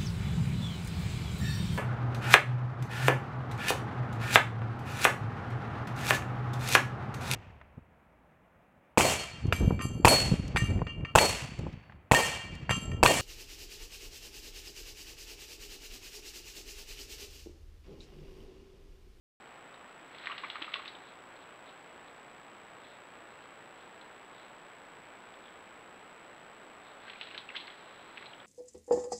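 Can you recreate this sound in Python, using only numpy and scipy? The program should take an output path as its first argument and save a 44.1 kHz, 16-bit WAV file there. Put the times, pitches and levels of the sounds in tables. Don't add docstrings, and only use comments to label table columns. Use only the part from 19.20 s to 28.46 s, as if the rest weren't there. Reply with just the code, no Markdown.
import sys
import numpy as np
from scipy import signal
from scipy.io import wavfile
from scipy.ndimage import uniform_filter1d

SR = 44100
rng = np.random.default_rng(int(sys.argv[2]) if len(sys.argv) > 2 else 0)


def master(y):
    cut = np.clip(np.atleast_2d(y).T, -1, 1)
    pcm = np.round(cut * 32767)
    wavfile.write(sys.argv[1], SR, pcm.astype(np.int16))


N = 408366
TIME = np.arange(N) / SR


def gain_of(db):
    return 10 ** (np.asarray(db) / 20)


def unit_rms(x):
    return x / np.sqrt(np.mean(x ** 2) + 1e-20)


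def add(mix, start_s, sound):
    part = mix[max(round(start_s * SR), 0):][:len(sound)]
    part += sound[:len(part)]


def colour(x, spectrum, size=4096):
    hz, db = np.transpose(spectrum)
    bin_hz = abs(np.fft.fftfreq(size, 1 / SR)) + 1
    log_gain = np.log(gain_of(np.interp(np.log(bin_hz), np.log(hz), db)))
    taps = np.fft.ifft(np.exp(np.conj(signal.hilbert(log_gain)))).real
    return signal.oaconvolve(x, taps[:size // 2])[:len(x)]


def band(x, hz, width_hz):
    pole = np.exp((2j * np.pi * hz - np.pi * width_hz) / SR)
    return unit_rms(signal.lfilter([1], np.poly([pole, pole]), x).real)


def grains(count, per_s, spread_db):
    chance, size, side = rng.random((3, count))
    size_db = spread_db * np.minimum(-np.log(1 - size), 4)
    return unit_rms((chance < per_s / SR) * np.sign(side - .5) * gain_of(size_db))


def ping(t, hz, rise_s):
    age = t / rise_s
    return age * np.exp(1 - age) * np.sin(2 * np.pi * hz * t)


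# (frequency [Hz], gain [dB])
HISS_SPECTRUM = [(25, -16.5), (60, -14), (120, -8), (250, -3), (400, -1.35), (750, 0), (1500, -3),
                 (2500, -8.5), (3900, -17.5), (4500, -25), (6000, -35.5), (7500, -42), (15500, -39)]
TICK_SPECTRUM = [(50, -27), (300, -6), (600, 0.5), (1200, 5), (2000, 2.5), (3000, 0), (4000, -7.5),
                 (5000, -11.5), (7000, -25), (16000, -89)]
def camera_noise(frame_hz=29.7566, whine_hz=7796.229, hiss_db=-53, tick_db=-63, whine_db=-66.5):
    frame_phase = 2 * np.pi * frame_hz * (TIME - .00632)
    switch = np.clip(np.sin(frame_phase) * SR / (2 * np.pi * frame_hz), -1, 1)
    ticks = unit_rms(colour(np.diff(switch, prepend=switch[0]), TICK_SPECTRUM))
    whine_phase = frame_phase * whine_hz / frame_hz
    roughness = .061 * band(rng.standard_normal(N), whine_hz, width_hz=440)
    whine = (switch + .22) * np.sin(whine_phase) + roughness
    overtone = gain_of(-90) * np.sin(2 * whine_phase)
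    hiss = unit_rms(colour(rng.standard_normal(N), HISS_SPECTRUM))
    return gain_of(hiss_db) * hiss + gain_of(tick_db) * ticks + gain_of(whine_db) * whine + overtone


# (centre time [s], level [dB], half length [s])
LEAF_RUSTLES = [(0.546, -56, .0061), (1.885, -61, .02), (2.22, -59, .015), (2.484, -59.5, 0.024),
                (2.883, -59, .008), (3.685, -61, .08), (4.106, -64, 0.028), (4.23, -63, .012),
                (4.61, -65, .04), (5.209, -60.5, 0.069), (7.69, -61, 0.041)]
def rustles():
    out = np.zeros(N)
    for centre_s, db, half_s in LEAF_RUSTLES:
        t = np.arange(-2 * half_s, 2 * half_s, 1 / SR)
        leaves = band(grains(len(t), per_s=700, spread_db=3.5), hz=3600, width_hz=1500)
        add(out, centre_s + t[0], gain_of(db) * np.exp(-(t / half_s) ** 2) * leaves)
    return out


# (time [s], level [dB], pitch [Hz], spatter [dB re click])
WET_CLICKS = [(0.947, -34.5, 2400, -8), (0.985, -34, 3670, -13), (1.0375, -33.5, 1800, -7),
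              (1.0583, -25.5, 3100, -12), (1.0713, -19.5, 2040, -12.5), (1.1246, -32, 1400, -8),
              (1.1802, -27, 3130, -6.5), (1.3007, -23.5, 3200, -9.5), (1.357, -30, 2300, -10),
              (1.4205, -26.5, 3080, -6), (1.4243, -22.5, 2800, -19), (1.5375, -26, 3120, -8),
              (1.541, -14, 2980, -15), (1.5592, -31.5, 3300, -3), (1.6574, -29, 2780, -11),
              (1.6784, -31.5, 4000, -1.5), (2.164, -42, 3750, -11), (2.494, -45, 3600, -7),
              (4.8135, -41, 3550, -6), (6.141, -42.5, 3300, -10), (7.8979, -34, 2730, -3),
              (7.934, -35.5, 2200, -7), (8.0122, -22, 2680, -10), (8.0305, -32, 3700, -6.5),
              (8.146, -33, 2710, -5), (8.178, -21, 3580, -9), (8.3552, -32, 2780, -4),
              (8.3638, -23, 3250, -7), (8.3671, -23.5, 3500, -7.5), (8.4787, -34, 2200, -6),
              (8.974, -30, 2530, -7.5), (8.979, -27.5, 2500, -16), (9.0251, -34.5, 2000, -7.5),
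              (9.059, -33.5, 3680, -15)]
def wet_clicks(snap_db=-12, snap_s=.00014, rise_cycles=.66, spatter_s=.0051, trim_db=-.2):
    out, t = np.zeros(N), TIME[:4096]
    fade = np.exp(-t / spatter_s) * (1 - np.exp(-t / .0008))
    for start_s, db, hz, spatter_db in WET_CLICKS:
        snap = gain_of(snap_db) * np.exp(-t / snap_s) * np.cos(4 * np.pi * hz * t)
        ring = ping(t, hz, rise_cycles / hz)
        spatter = band(grains(len(t), per_s=5000, spread_db=3), hz, width_hz=2400) * fade
        add(out, start_s, gain_of(db) * (snap + ring + gain_of(spatter_db) * spatter))
    return gain_of(trim_db) * out


def effort(start_s, hold_s, attack_s, release_s=.027):
    build = np.minimum(TIME - start_s, 0) / attack_s
    decay = np.maximum(TIME - start_s - hold_s, 0) / release_s
    return np.exp(build - decay)


def head_shake(first_swing_s=1.072, swing_s=.0605):
    swings = (TIME - first_swing_s) / swing_s
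    litter_db = -55 + 2 * np.cos(np.pi * swings)
    mud_db = -53 + 2 * np.cos(2 * np.pi * swings)
    return gain_of([litter_db, mud_db]) * effort(start_s=1.01, hold_s=.672, attack_s=.073)


def bubbles(low_hz=1300, high_hz=4400, sizes=24, rise_cycles=2.3):
    out = np.zeros(N)
    for hz in np.geomspace(low_hz, high_hz, sizes):
        pops = grains(N, per_s=16, spread_db=0)
        out += signal.oaconvolve(pops, ping(TIME[:1024], hz, rise_cycles / hz))[:N]
    return unit_rms(out)


# (frequency [Hz], gain [dB])
LITTER_SPECTRUM = [(500, -22), (1500, -13), (2600, 1.5), (3300, 1.5), (4100, 1), (6000, -14), (16000, -21)]
MUD_SPECTRUM = [(100, -18), (300, -1), (750, -10), (1150, 1.5), (1600, -1.5), (2200, 3.5), (3200, -15),
                (8000, -23)]
# (time [s], hold [s], litter level [dB], mud level [dB])
WEIGHT_SHIFTS = [(1.72, .19, -64, -75), (7.81, .4, -62, -66), (7.875, .02, -57, -58),
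                 (8.02, 0.16, -55, -62), (8.385, 0.027, -49, -64), (8.475, .02, -66, -54),
                 (8.52, 0.61, -62.5, -70), (8.97, 0.054, -60, -63)]
def stirred_ground(bubble_db=-5):
    power = head_shake() ** 2
    for start_s, hold_s, litter_db, mud_db in WEIGHT_SHIFTS:
        power += np.outer(gain_of([litter_db, mud_db]), effort(start_s, hold_s, attack_s=.041)) ** 2
    litter_gain, mud_gain = np.sqrt(power)
    litter = unit_rms(colour(grains(N, per_s=1800, spread_db=4), LITTER_SPECTRUM))
    mud = unit_rms(colour(grains(N, per_s=1300, spread_db=4.5), MUD_SPECTRUM))
    mud += gain_of(bubble_db) * bubbles()
    return litter * litter_gain + mud * mud_gain


# (time [s], level [dB], pitch
# [Hz])
AIR_POCKETS = [(1.0974, -32.5, 1170), (1.1087, -34, 1090), (1.116, -32.5, 2890), (1.235, -30, 1120),
               (1.236, -34.5, 1540), (1.2432, -32.5, 1150), (1.244, -34.5, 2180), (1.355, -34, 1250),
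               (1.3643, -39, 1290), (1.414, -35, 310), (1.443, -33.5, 2670), (1.4775, -37.5, 1260),
               (1.556, -34.5, 1114), (1.5938, -39.5, 1120), (1.75, -41.5, 3530), (6.24, -52, 3380),
               (6.258, -47.5, 3300), (6.281, -50, 3300), (7.879, -39.5, 1620), (7.899, -39, 2800),
               (7.956, -41, 2500), (8.0703, -39.5, 4070), (8.11, -38.5, 2830), (8.148, -39.5, 1600),
               (8.289, -35, 2770), (8.301, -37.5, 2120), (8.347, -38, 1690), (8.3525, -36, 2090),
               (8.47, -38, 4170), (8.502, -40.5, 3150), (9.065, -40, 3970), (9.1334, -39.5, 2940),
               (9.2, -42, 3140)]
def air_pockets(glide_per_s=.73, wobble_depth=.068, froth_db=-9, trim_db=-2):
    out, t = np.zeros(N), TIME[:4096]
    for start_s, db, hz in AIR_POCKETS:
        wobble = unit_rms(uniform_filter1d(rng.standard_normal(len(t)), size=70))
        pitch_ratio = 1 + glide_per_s * t + wobble_depth * wobble
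        rise_s = .00225 * (2000 / hz) ** .36
        ring = ping(np.cumsum(pitch_ratio) / SR, hz, rise_s)
        tearing = band(grains(len(t), per_s=3000, spread_db=1), (hz + 2200) / 2, width_hz=2200)
        froth = tearing * abs(signal.hilbert(ring))
        add(out, start_s, gain_of(db) * (ring + gain_of(froth_db) * froth))
    return gain_of(trim_db) * out


def forest(x, t60_s=.37, predelay_s=.003, wet_db=-8):
    t = TIME[:SR // 2]
    echoes = grains(len(t), per_s=2500, spread_db=2) * gain_of(-60 * t / t60_s) * (t > predelay_s)
    return x + gain_of(wet_db) * signal.oaconvolve(x, echoes / np.linalg.norm(echoes))[:N]


# (frequency [Hz], gain [dB])
MIC_RESPONSE = [(60, -28), (500, -3), (1100, 0.5), (3000, -2), (4100, -1), (4600, -10), (5200, -14),
                (6500, -23.5), (9000, -23), (16000, -28)]
def scene():
    boar = forest(wet_clicks() + air_pockets() + stirred_ground() + rustles())
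    return (colour(boar, MIC_RESPONSE) + camera_noise())[None]


def record(dry):
    wake_s, cutoff_hz = .2, 15750
    lowpass = signal.firwin(1023, cutoff_hz, window=("kaiser", 9), fs=SR)
    return signal.oaconvolve(dry * (TIME >= wake_s), lowpass[None], "same")


dry = scene()
out = record(dry)
master(out)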